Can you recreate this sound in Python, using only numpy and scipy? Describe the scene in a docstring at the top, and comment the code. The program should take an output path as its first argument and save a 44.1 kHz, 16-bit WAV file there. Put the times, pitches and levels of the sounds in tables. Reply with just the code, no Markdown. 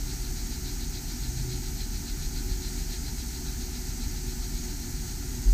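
"""A low, throbbing rumble and a steady hiss, with soft swishes passing seven times a second:
a laser engraver burns lettering into a cylinder, heard from inside its cabinet in a workshop.
The exhaust fan hums and its turbulent draught rings the panels; the air jet excites the nozzle's
resonances; the head swishes to and fro, and close metal walls echo hiss and swish alike.
A motor drones briefly, and a few low thumps shake the case."""
import sys
import numpy as np
from scipy import signal
from scipy.fft import rfft, irfft
from scipy.io import wavfile

SR = 44100
rng = np.random.default_rng(int(sys.argv[2]) if len(sys.argv) > 2 else 0)


def persist_wave(psi):
    """Save psi, clipped to +-1, as 16-bit WAV."""
    counts = np.round(np.clip(psi, -1, 1) * 32767).astype(np.int16)
    wavfile.write(sys.argv[1], SR, np.atleast_2d(counts).T)


N = 243873
TIME = np.arange(N) / SR
FREQS = np.fft.rfftfreq(N, 1 / SR)


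def from_db(db):
    """Amplitude ratio: a factor of ten for every 20 dB."""
    return 10 ** (np.asarray(db) / 20)


def envelope(rows):
    """Amplitude envelope, interpolated in decibels between rows of time and level."""
    return from_db(np.interp(TIME, *np.transpose(rows)))


def noise(gain):
    """Gaussian noise with the given amplitude per root Hz at each frequency."""
    real, imaginary = rng.standard_normal((2, len(FREQS)))
    return irfft((real + 1j * imaginary) * gain, N) * np.sqrt(N * SR) / 2


def drift(corner_hz):
    """Slow random fluctuation: low-pass noise of rms 1."""
    slow = noise(1 / (1 + (FREQS / corner_hz) ** 2))
    return slow / np.sqrt(np.mean(slow ** 2) + 1e-20)


def broadband(spectrum):
    """A continuous spectrum, as of turbulence, falling steeply beyond its first and last rows."""
    hz, db = np.transpose(spectrum)
    f = np.maximum(FREQS, 1)
    skirts = np.minimum(f / hz[0], 1) ** 4 * np.minimum(hz[-1] / f, 1) ** 8
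    return noise(from_db(np.interp(np.log(f), np.log(hz), db)) * skirts)


def resonances(modes):
    """Resonance under random forcing: each mode rings as a narrow band, and their powers add."""
    power = 0
    for hz, width, db in modes:
        peak_density = from_db(db) ** 2 / (np.pi * width / 2)
        power += peak_density / (1 + ((FREQS - hz) / width) ** 2) ** 2
    return noise(np.sqrt(power))


def tone(hz, wander):
    """Frequency modulation: a sine of rms 1 whose pitch strays by the fraction `wander`."""
    cycles = np.cumsum(hz * (1 + wander * drift(0.98))) / SR + rng.random()
    return np.sqrt(2) * np.sin(2 * np.pi * cycles)


# Faint background noise. Each row: frequency in Hz, density in dB per Hz.
WASH_SPECTRUM = [(40, -111), (130, -108), (350, -99.5), (550, -126), (750, -112), (1600, -125),
                 (3400, -135), (4100, -104), (6400, -101), (8000, -105), (9500, -118), (11000, -121)]

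def wash():
    """Antiphase: a faint noise, opposite in left and right, widens the sound."""
    side = broadband(WASH_SPECTRUM)
    return np.array([side, -side])


# Air rumbling in the cabinet and rushing in the duct. Each row: frequency in Hz, density in dB per Hz.
RUMBLE_SPECTRUM = [(8, -75), (22, -64.5), (36, -53), (54, -54), (70, -64.5), (105, -63.5), (150, -63),
                   (180, -68.5), (270, -68), (335, -76), (405, -76), (455, -86.5), (500, -88), (555, -104)]
DUCT_SPECTRUM = [(540, -104), (600, -93.5), (700, -82.5), (810, -80.5), (900, -82.5), (1000, -89.5),
                 (1120, -99), (1400, -115)]
# Modes of the cabinet's panels. Each row: frequency in Hz, width in Hz, rms level in dB.
PANEL_MODES = [(153.5, 3.2, -56), (237.3, 6.7, -51), (289.8, 8.5, -54), (360, 11.7, -57)]
# Tones of the fan's motor. Each row: frequency in Hz, rms level in dB, waver about that level in dB.
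MOTOR_TONES = [(25.7, -46.5, 2.5), (58.4, -45.5, -3), (63.9, -56.5, 5), (73.9, -45.5, 0), (125, -58, 6)]
# The rotor's deep note and the growing mains hum. Each row: time in seconds, rms level in dB.
ROTOR_LEVELS = [(0, -37), (1.1, -38), (2.5, -34), (3.2, -37), (4.3, -36.5), (5.53, -38.5)]
MAINS_LEVELS = [(0, -69), (1.7, -53), (5.53, -49)]

def exhaust_fan(rotor_hz=38.9, blade_hz=368.0, mains_hz=240.0, swell_at_s=0.6, swell_period_s=0.98):
    """Turbulence rumbles and rings the panels, while neighbouring low tones beat into a throb."""
    hum = sum(from_db(db + waver * drift(0.93)) * tone(hz, wander=0.0038)
              for hz, db, waver in MOTOR_TONES)
    rotor = envelope(ROTOR_LEVELS) * tone(rotor_hz, wander=0.01)
    swell_db = 4.5 * np.cos(2 * np.pi * (TIME - swell_at_s) / swell_period_s)
    blades = from_db(-54.3 + swell_db + 1.5 * drift(2.3)) * tone(blade_hz, wander=0.002)
    mains = envelope(MAINS_LEVELS) * tone(mains_hz, wander=0.0022)
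    draught = broadband(RUMBLE_SPECTRUM) + resonances(PANEL_MODES) + broadband(DUCT_SPECTRUM)
    return draught + hum + rotor + blades + mains


def motor_drone(hz=124.2, start_s=1.24, end_s=1.65, edge_s=0.05, peak_db=-35.8, arch_db=8):
    """Forced vibration: the case shudders under a brief, nearly pure drone that is loudest midway."""
    drone = tone(hz, wander=0.002)
    shudder = resonances([(50, 9, 0.0)])  # at 50 Hz, as strong as the drone
    running = np.clip(1 + np.minimum(TIME - start_s, end_s - TIME) / edge_s, 0, 1)
    off_middle = (2 * TIME - start_s - end_s) / (end_s - start_s)
    return running * from_db(peak_db - arch_db * off_middle ** 2) * (drone + shudder)


# Thumps of the case. Each row: time of the peak in seconds, frequency in Hz, peak level in dB,
# rise and decay in seconds.
CASE_THUMPS = [(2.27, 39.3, -22, .016, 0.018), (2.486, 88, -29, 0.0092, 0.029),
               (2.521, 46.3, -20, 0.011, 0.028), (4.074, 44.5, -21.5, 0.0078, 0.0099),
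               (5.495, 42, -12.5, 0.018, 0.12)]

def case_thumps():
    """Damped oscillation: a soft shove builds a low swing of the case, which decays exponentially."""
    out = np.zeros(N)
    for peak_s, hz, db, rise, decay in CASE_THUMPS:
        age = TIME - peak_s
        swing = np.exp(-0.5 * (np.minimum(age, 0) / rise) ** 2 - np.maximum(age, 0) / decay)
        out += from_db(db) * swing * np.cos(2 * np.pi * hz * age)
    return out


def cabinet_echoes(direct, echo_db, fade_s=0.014, count=60):
    """Comb filtering: early reflections from close metal walls interfere with the direct sound."""
    delays_s = rng.uniform(0.0025, 0.03, count)
    sizes = rng.choice([-1, 1], count) * np.exp(-delays_s / fade_s)
    response = np.zeros(N)
    response[(delays_s * SR).astype(int)] = from_db(echo_db) * sizes / np.linalg.norm(sizes)
    reflected = irfft(rfft(direct) * rfft(response), N)
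    return (direct + reflected) / np.hypot(1, from_db(echo_db))


# The highest hiss, arriving from all around. Each row: frequency in Hz, relative density in dB.
SIZZLE_SPECTRUM = [(10900, -115), (11550, -92), (12200, -83.5), (12600, -78.5), (12850, -83), (13150, -85),
                   (13600, -81.5), (14000, -88), (14400, -86), (14800, -88.5), (15250, -82)]
# Its arrival at the two sides. Each row: frequency in Hz, coherence from 0 to 1, left lead in radians.
SIZZLE_COHERENCE = [(11800, 0.1, -1), (12200, 0.06, .3), (12800, .5, -.1), (13300, .35, 1.3),
                    (14100, 0.3, 1.3), (15200, .55, .8)]

def sizzle(left_db=-1.9, right_db=-0.5):
    """Partial coherence: the highest hiss reaches left and right partly alike and out of step."""
    hz, coherence, lead = np.transpose(SIZZLE_COHERENCE)
    alike = np.interp(FREQS, hz, coherence)
    left, independent = broadband(SIZZLE_SPECTRUM), broadband(SIZZLE_SPECTRUM)
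    shared = alike * np.exp(-1j * np.interp(FREQS, hz, lead)) * rfft(left)
    right = irfft(shared + np.sqrt(1 - alike ** 2) * rfft(independent), N)
    return cabinet_echoes(np.array([left, right]), echo_db=-6.0) * from_db([[left_db], [right_db]])


# Hiss of the air jet. Each row: frequency in Hz, density in dB per Hz.
JET_SPECTRUM = [(1050, -112), (1220, -86.5), (1450, -85), (2150, -85), (2750, -89.5), (3600, -89.5),
                (4250, -80.5), (5300, -81.5), (6450, -80), (7300, -82), (7900, -83), (9100, -87),
                (9650, -92), (11800, -100.5)]
# Modes of the nozzle and its pipe. Each row: frequency in Hz, width in Hz, rms level in dB.
NOZZLE_MODES = [(5626, 69, -56), (5950, 120, -59), (6300, 71, -57.5), (6150, 100, -58.5), (6570, 43, -55),
                (6840, 120, -59.5), (7720, 78, -60), (7970, 44, -63), (9300, 50, -72), (8970, 140, -60.5),
                (10600, 360, -64)]

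def air_jet(flutter_db=0.39):
    """Jet noise: turbulence hisses almost steadily and excites the nozzle's narrow resonances."""
    hiss = broadband(JET_SPECTRUM) + resonances(NOZZLE_MODES)
    return hiss * from_db(flutter_db * drift(8.8))


# Swish of the moving head. Each row: frequency in Hz, relative density in dB.
SWISH_SPECTRUM = [(600, -100), (800, -90), (1120, -102), (1400, -87), (2100, -85.5), (2550, -85),
                  (2900, -90.5), (3500, -83), (3750, -80.5), (4150, -71.5), (4400, -79.5), (4620, -75),
                  (5200, -82), (8000, -93)]
# Strength of the strokes. Each row: time in seconds, gain in dB.
STROKE_GAINS = [(0, -1.2), (2.3, 0.1), (3.8, -2.2), (4.9, -5.5), (5.5, -17)]

def head_strokes(first_s=0.104, stroke_s=0.14248, shortening=0.0975, rise_s=0.025, fall_s=0.027):
    """Amplitude modulation: noise swells and fades with each stroke of the slowly quickening head."""
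    count = 39
    stroke = np.arange(count)
    lengths = stroke_s * (1 - shortening * (stroke / count) ** 2)
    returning = stroke % 2  # every stroke back is a little late and softer
    peaks_s = first_s + np.cumsum(lengths) - lengths + 0.0055 * returning
    gains_db = np.interp(peaks_s, *np.transpose(STROKE_GAINS)) - 2.4 * returning
    gains_db += 0.5 * rng.standard_normal(count)
    swells = np.zeros(N)
    for peak_s, db in zip(peaks_s, gains_db):
        width_s = np.where(TIME < peak_s, rise_s, fall_s)
        swells += from_db(db) * np.exp(-0.5 * ((TIME - peak_s) / width_s) ** 2)
    return swells * broadband(SWISH_SPECTRUM)


def scene():
    """Superposition: the machine sounds from the middle; only wash and sizzle differ between sides."""
    machine = exhaust_fan() + cabinet_echoes(air_jet() + head_strokes(), echo_db=-11.5)
    machine += motor_drone() + case_thumps()
    return machine + wash() + sizzle()


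def record(dry, cutoff_hz=15230):
    """Band limiting: an elliptic low-pass filter cuts the highest treble steeply."""
    return signal.sosfilt(signal.ellip(14, 0.05, 80, cutoff_hz, fs=SR, output="sos"), dry)


dry = scene()
out = record(dry)
persist_wave(out)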